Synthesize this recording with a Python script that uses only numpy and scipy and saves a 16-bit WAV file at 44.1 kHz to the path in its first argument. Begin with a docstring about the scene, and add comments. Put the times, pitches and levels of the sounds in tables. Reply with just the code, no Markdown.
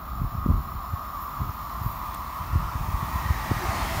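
"""Fast electric train nearing a platform

Out in the open air, the wheels set the rails singing and hissing well ahead of the train.
The song spreads downward as the roar of wheels and air swells, with a few ticks and a brief hoot.
Gusts buffet the microphone with low thumps and rough puffs, over a steady distant rumble."""
import sys
import numpy as np
from scipy import signal
from scipy.io import wavfile
from scipy.ndimage import uniform_filter1d

SR = 44100
rng = np.random.default_rng(int(sys.argv[2]) if len(sys.argv) > 2 else 0)


def int16_out(signal):
    """Quantize to a 16-bit WAV file."""
    q = np.round(np.clip(np.atleast_2d(signal).T, -1, 1) * 32767)
    wavfile.write(sys.argv[1], SR, q.astype(np.int16))


N = 176400
T = np.arange(N) / SR

# Tone of the distant outdoor bed. Each row: frequency in Hz, relative level in dB.
AMBIENCE_EQ = [(20, -18), (45, 9.5), (62, 9.5), (85, -4), (130, -7), (200, -7.5), (330, -17.5), (480, -25),
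               (680, -11), (850, -12.5), (1400, -18), (1900, -24.5), (2600, -31.5), (8000, -49)]

# Rise and fall of the gusts. Each row: time in seconds, level in dB.
GUST_LEVEL = [(0, -57), (.22, -25.5), (.3, -36), (.55, -22.5), (.66, -42), (.75, -31), (.86, -65),
              (1.3, -47), (1.43, -29), (1.6, -59), (1.85, -35.5), (2.1, -48), (2.35, -51), (2.56, -26),
              (2.68, -34), (2.9, -35), (3.45, -32), (3.7, -34), (4, -26)]
# Bass-heavy tone of the gusts. Each row: frequency in Hz, relative level in dB.
GUST_EQ = [(20, -33), (35, 11), (50, 3.5), (80, -0.5), (150, -6.5), (250, -17.5), (400, -26.5), (700, -56),
           (2000, -68)]
# Eddies thumping the microphone. Each row: peak time in seconds, relative peak in dB, pitch in Hz.
EDDY_HITS = [(.217, -19.5, 125), (.248, -22, 108), (0.352, -24, 115), (.386, -22, 82), (.463, -17.5, 207),
             (.490, -18.5, 159), (.502, -13.5, 74.6), (.513, -19.5, 193), (0.53, -25, 84),
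             (0.607, -28.5, 72), (0.753, -26, 75.4), (.937, -19, 84.5), (1.405, -21.5, 87),
             (1.418, -22, 123), (1.459, -31, 95), (1.494, -24, 87), (1.816, -24, 87.6), (1.863, -19, 111),
             (2.41, -26, 71.5), (2.533, -17, 71.6), (2.558, -13.5, 91), (2.616, -31, 81), (2.755, -20, 72),
             (2.811, -23.5, 96), (2.888, -23, 92), (2.943, -17.5, 67.6), (3.031, -22, 122),
             (3.159, -20.5, 90), (3.26, -22, 83), (3.306, -13.5, 75.5), (3.516, -15, 108),
             (3.567, -27.5, 102), (3.691, -22, 89), (3.827, -20.5, 63.4)]
# Puffs from the hardest eddies. Each row: peak time in seconds, level in dB, half-width in seconds.
PUFF_HITS = [(.462, -25, 0.0028), (0.482, -29, 0.0019), (0.498, -23.5, 0.0035), (0.507, -35, .003),
             (0.543, -39, 0.0072), (2.554, -32, 0.0018), (3.514, -21, 0.0024)]
# Dull tone of the puffs. Each row: frequency in Hz, relative level in dB.
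PUFF_EQ = [(100, -1), (220, 13.5), (400, -3), (600, -10.5), (800, -22), (1500, -45), (5000, -85)]

# Bright ticks. Each row: peak time in seconds, level in dB, half-width in seconds, low and high cut in Hz.
TICK_HITS = [(1.506, -51, 0.0025, 5000, 6400), (2.144, -43.5, 0.0077, 400, 4000),
             (2.1455, -40, .002, 7000, 15500), (2.148, -35.5, 0.001, 6800, 15500)]
# The hoot: peak time in seconds, half-width in seconds, pitch in Hz, glide in Hz per second.
HOOT_NOTE = (3.63, .024, 362, -650)

# Swell of wheels and rushing air. Each row: time in seconds, level in dB.
ROAR_LEVEL = [(0, -80), (1, -56.5), (2, -49), (2.6, -46), (3.1, -42), (3.45, -38), (3.7, -34.5), (4, -33)]
# Tone of the roar. Each row: frequency in Hz, relative level in dB.
ROAR_EQ = [(60, -1), (200, 1), (330, -2.5), (490, -10), (660, 1.5), (1150, -18.5), (1450, -1.5), (1700, -3),
           (2100, -4), (2500, -7.5), (2900, -11), (4200, -12.5), (5000, -13.5), (6800, -16), (8000, -20),
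           (9500, -17.5), (10400, -21.5), (11500, -18), (16000, -36)]

# Hiss carried along the rails. Each row: time in seconds, relative level in dB.
HISS_LEVEL = [(0, -53.5), (.3, -51.5), (.8, -51.5), (1.25, -49.5), (1.7, -49.5), (2.05, -49), (2.3, -50.5),
              (2.65, -51.5), (3.15, -47.5), (3.5, -48.5), (3.8, -50), (4, -46)]
# Separate bright bands of the hiss. Each row: frequency in Hz, relative level in dB.
HISS_EQ = [(1500, -15), (2500, -10), (4200, -5.5), (4950, -12.5), (5300, -6), (5700, -12), (6550, -17),
           (7100, -3.5), (7650, -33), (8800, -32), (9550, -12), (9900, -15.5), (11000, -11.5),
           (12200, -5.5), (12900, -0.5), (14500, -2), (15300, 1.5), (16000, -4.5)]
# Thin whistles inside the hiss. Each row: frequency in Hz, width in Hz, boost in dB.
HISS_WHISTLES = [(5340, 60, 4), (9600, 60, 6), (13130, 50, 4), (14177, 35, 8), (14962, 30, 7),
                 (15277, 50, 6)]
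# Surges of the highest hiss. Each row: start in seconds, level in dB, length in seconds.
HISS_SURGES = [(1.2, -48, .06), (1.822, -47, 0.12), (3.12, -53, .09)]
# Airy tone of the surges. Each row: frequency in Hz, relative level in dB.
SURGE_EQ = [(9000, -35), (11000, -7), (12500, 5), (15300, 6), (16000, -15)]

# A higher rail resonance that joins as the train nears. Each row: time in seconds, level in dB.
OVERTONE_LEVEL = [(0, -69), (1.2, -61), (1.9, -60), (2.45, -47.5), (2.8, -55.5), (3.5, -44), (4, -49)]
# Resonances of the singing rails. Each row: frequency in Hz, width in Hz, boost in dB.
RAIL_RESONANCES = [(674, 18, 7), (770, 6, 9), (845, 14, 4), (896, 16, 7), (950, 12, 4), (1000, 7, 12),
                   (1045, 12, 8), (1101, 11, 10), (1157, 10, 9), (1195, 10, 6), (1216, 10, 5),
                   (1244, 11, 9), (1372, 22, 6)]
# Arc of the rail song. Each row: time in seconds, level in dB, lower and upper band edge in Hz.
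SONG_ARC = [(0, -40.5, 1160, 1290), (.5, -38, 1066, 1280), (1.02, -37.5, 1105, 1290),
            (1.15, -34.5, 1070, 1230), (1.3, -35.5, 1036, 1285), (1.75, -37.5, 950, 1314),
            (2.1, -34, 960, 1250), (2.33, -36.5, 950, 1270), (2.58, -35, 960, 1375),
            (2.85, -35.5, 855, 1280), (3.15, -33.5, 840, 1310), (3.35, -36, 820, 1290),
            (3.72, -31.5, 663, 1340), (4, -33, 646, 1340)]


def amp(db):
    """Decibels to gain."""
    return 10 ** (np.asarray(db) / 20)


def unit(x):
    """Scales to rms 1."""
    return x / np.sqrt(np.mean(x ** 2) + 1e-20)


def curve(rows, t, column=1):
    """Follows one column of an automation table through time."""
    rows = np.array(rows)
    return np.interp(t, rows[:, 0], rows[:, column])


def eq(points, hz):
    """Gain of an EQ curve at the given frequencies."""
    f, db = np.transpose(points)
    return amp(np.interp(np.log(hz + 1), np.log(f), db))


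def ringing(modes, hz):
    """Power gain of narrow resonances standing above a floor of 1."""
    return 1 + sum((amp(db) ** 2 - 1) / (1 + (2 * (hz - f) / width) ** 2) for f, width, db in modes)


def bump(peak_s, half_width_s):
    """Bell-shaped envelope, down to 1/e one half-width from its peak."""
    return np.exp(-((T - peak_s) / half_width_s) ** 2)


def waver(top_hz):
    """Random wobble of rms 1, from 2 Hz up to the given rate."""
    rates = np.geomspace(2, top_hz, num=20)
    return unit(sum(np.sin(2 * np.pi * (hz * T + rng.random())) / hz ** .25 for hz in rates))


def noise(shape, patchy_db=0, size=1024):
    """Noise of rms 1 with magnitude shape(t, hz) and drifting patches of loudness."""
    t = np.arange(4 * N // size + 5)[:, None] * size / 4 / SR
    hz = np.fft.rfftfreq(size, 1 / SR)
    real, imag, patches = rng.standard_normal((3, len(t), len(hz)))
    patches = unit(uniform_filter1d(uniform_filter1d(patches, size=14, axis=0), size=14, axis=1))
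    spectrum = (real + 1j * imag) * shape(t, hz) * amp(patchy_db * patches)
    return unit(signal.istft(spectrum.T, nperseg=size, noverlap=size - size // 4)[1][:N])


def ambience():
    """A steady bed of far-off outdoor rumble."""
    return amp(-37.5) * noise(lambda t, hz: eq(AMBIENCE_EQ, hz), size=4096)


def wind(eddy_boost_db=4.5, decay_cycles=0.43, rounding_s=0.00027):
    """Lumpy turbulence, plus a thump for each eddy: one pressure swing that swells and dies fast."""
    out = amp(curve(GUST_LEVEL, T)) * noise(lambda t, hz: eq(GUST_EQ, hz), patchy_db=2.2, size=2048)
    for peak_s, db, hz in EDDY_HITS:
        from_peak_s = np.hypot(T - peak_s, rounding_s) - rounding_s  # softens the envelope's tip
        envelope = amp(db + eddy_boost_db) * np.exp(-from_peak_s * hz / decay_cycles)
        out += envelope * np.cos(2 * np.pi * hz * (T - peak_s))
    return out


def puffs():
    """Brief rough bursts where the hardest eddies tear at the microphone port."""
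    bursts = sum(amp(db) * bump(peak_s, half_width_s) for peak_s, db, half_width_s in PUFF_HITS)
    return bursts * noise(lambda t, hz: eq(PUFF_EQ, hz))


def ticks():
    """Tiny flecks of bright, band-passed noise."""
    out = np.zeros(N)
    for peak_s, db, half_width_s, low_hz, high_hz in TICK_HITS:
        band = signal.butter(4, [low_hz, high_hz], "band", fs=SR, output="sos")
        out += amp(db) * bump(peak_s, half_width_s) * unit(signal.sosfilt(band, rng.standard_normal(N)))
    return out


def hoot(roughness=.45):
    """A short, gritty low tone that slides down inside the roar."""
    peak_s, half_width_s, hz, glide = HOOT_NOTE
    t = T - peak_s
    grit = 1 + roughness * waver(top_hz=89.3)
    tone = np.sin(2 * np.pi * (hz * t + glide * t ** 2 / 2))
    return amp(-29.5) * grit * bump(peak_s, half_width_s) * tone


def roar():
    """Rolling wheels and rushing air: broad noise that builds as the train closes in."""
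    return amp(curve(ROAR_LEVEL, T)) * noise(lambda t, hz: eq(ROAR_EQ, hz), patchy_db=1.6, size=2048)


def rail_hiss(boost_db=3, surge_fade_s=0.01):
    """Thin, very high sizzle running along the rails ahead of the train, with a few brief surges."""
    sizzle = noise(lambda t, hz: eq(HISS_EQ, hz) * np.sqrt(ringing(HISS_WHISTLES, hz)),
                   patchy_db=1.0, size=2048)
    surge_gain = sum(amp(db) * np.clip(np.minimum(T - start, start + length - T) / surge_fade_s, 0, 1)
                     for start, db, length in HISS_SURGES)
    surges = surge_gain * noise(lambda t, hz: eq(SURGE_EQ, hz))
    return amp(boost_db + curve(HISS_LEVEL, T)) * sizzle + surges


def rail_overtone(centre_hz=1885, width_hz=230):
    """A fuzzy rail resonance above the main song, coming through as the train gets closer."""
    ring = noise(lambda t, hz: 1 / (1 + (2 * (hz - centre_hz) / width_hz) ** 2), patchy_db=3.5, size=4096)
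    return amp(curve(OVERTONE_LEVEL, T)) * ring


def rail_song(low_cut_order=10, high_cut_order=19, flutter_db=0.86):
    """The wheels excite narrow rail resonances inside a band whose lower edge sinks as they near."""
    def band(t, hz):
        low_cut = 1 + (curve(SONG_ARC, t, column=2) / (hz + 1)) ** (2 * low_cut_order)
        high_cut = 1 + (hz / curve(SONG_ARC, t, column=3)) ** (2 * high_cut_order)
        power = ringing(RAIL_RESONANCES, hz) / (low_cut * high_cut)
        return np.sqrt(power / power.sum(1, keepdims=True))  # same power however wide the band opens
    level_db = curve(SONG_ARC, T) + flutter_db * waver(top_hz=9.9)
    return amp(level_db) * noise(band, size=16384)


def scene():
    """The mono mix, as heard from the platform."""
    rails = rail_song() + rail_overtone() + rail_hiss()
    return (rails + roar() + ambience() + wind() + puffs() + ticks() + hoot())[None]


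def record(dry, low_cut_hz=33.5, high_cut_hz=15750):
    """The microphone rolls off the deep bass, then a steep high cut trims the top."""
    low_cut = signal.butter(2, low_cut_hz, "high", fs=SR, output="sos")
    thinned = signal.sosfilt(np.tile(low_cut, (2, 1)), dry)  # two stages in series
    high_cut = signal.firwin(511, high_cut_hz, window=("kaiser", 9), fs=SR)
    return signal.oaconvolve(thinned, high_cut[None], "same")


dry = scene()
out = record(dry)
int16_out(out)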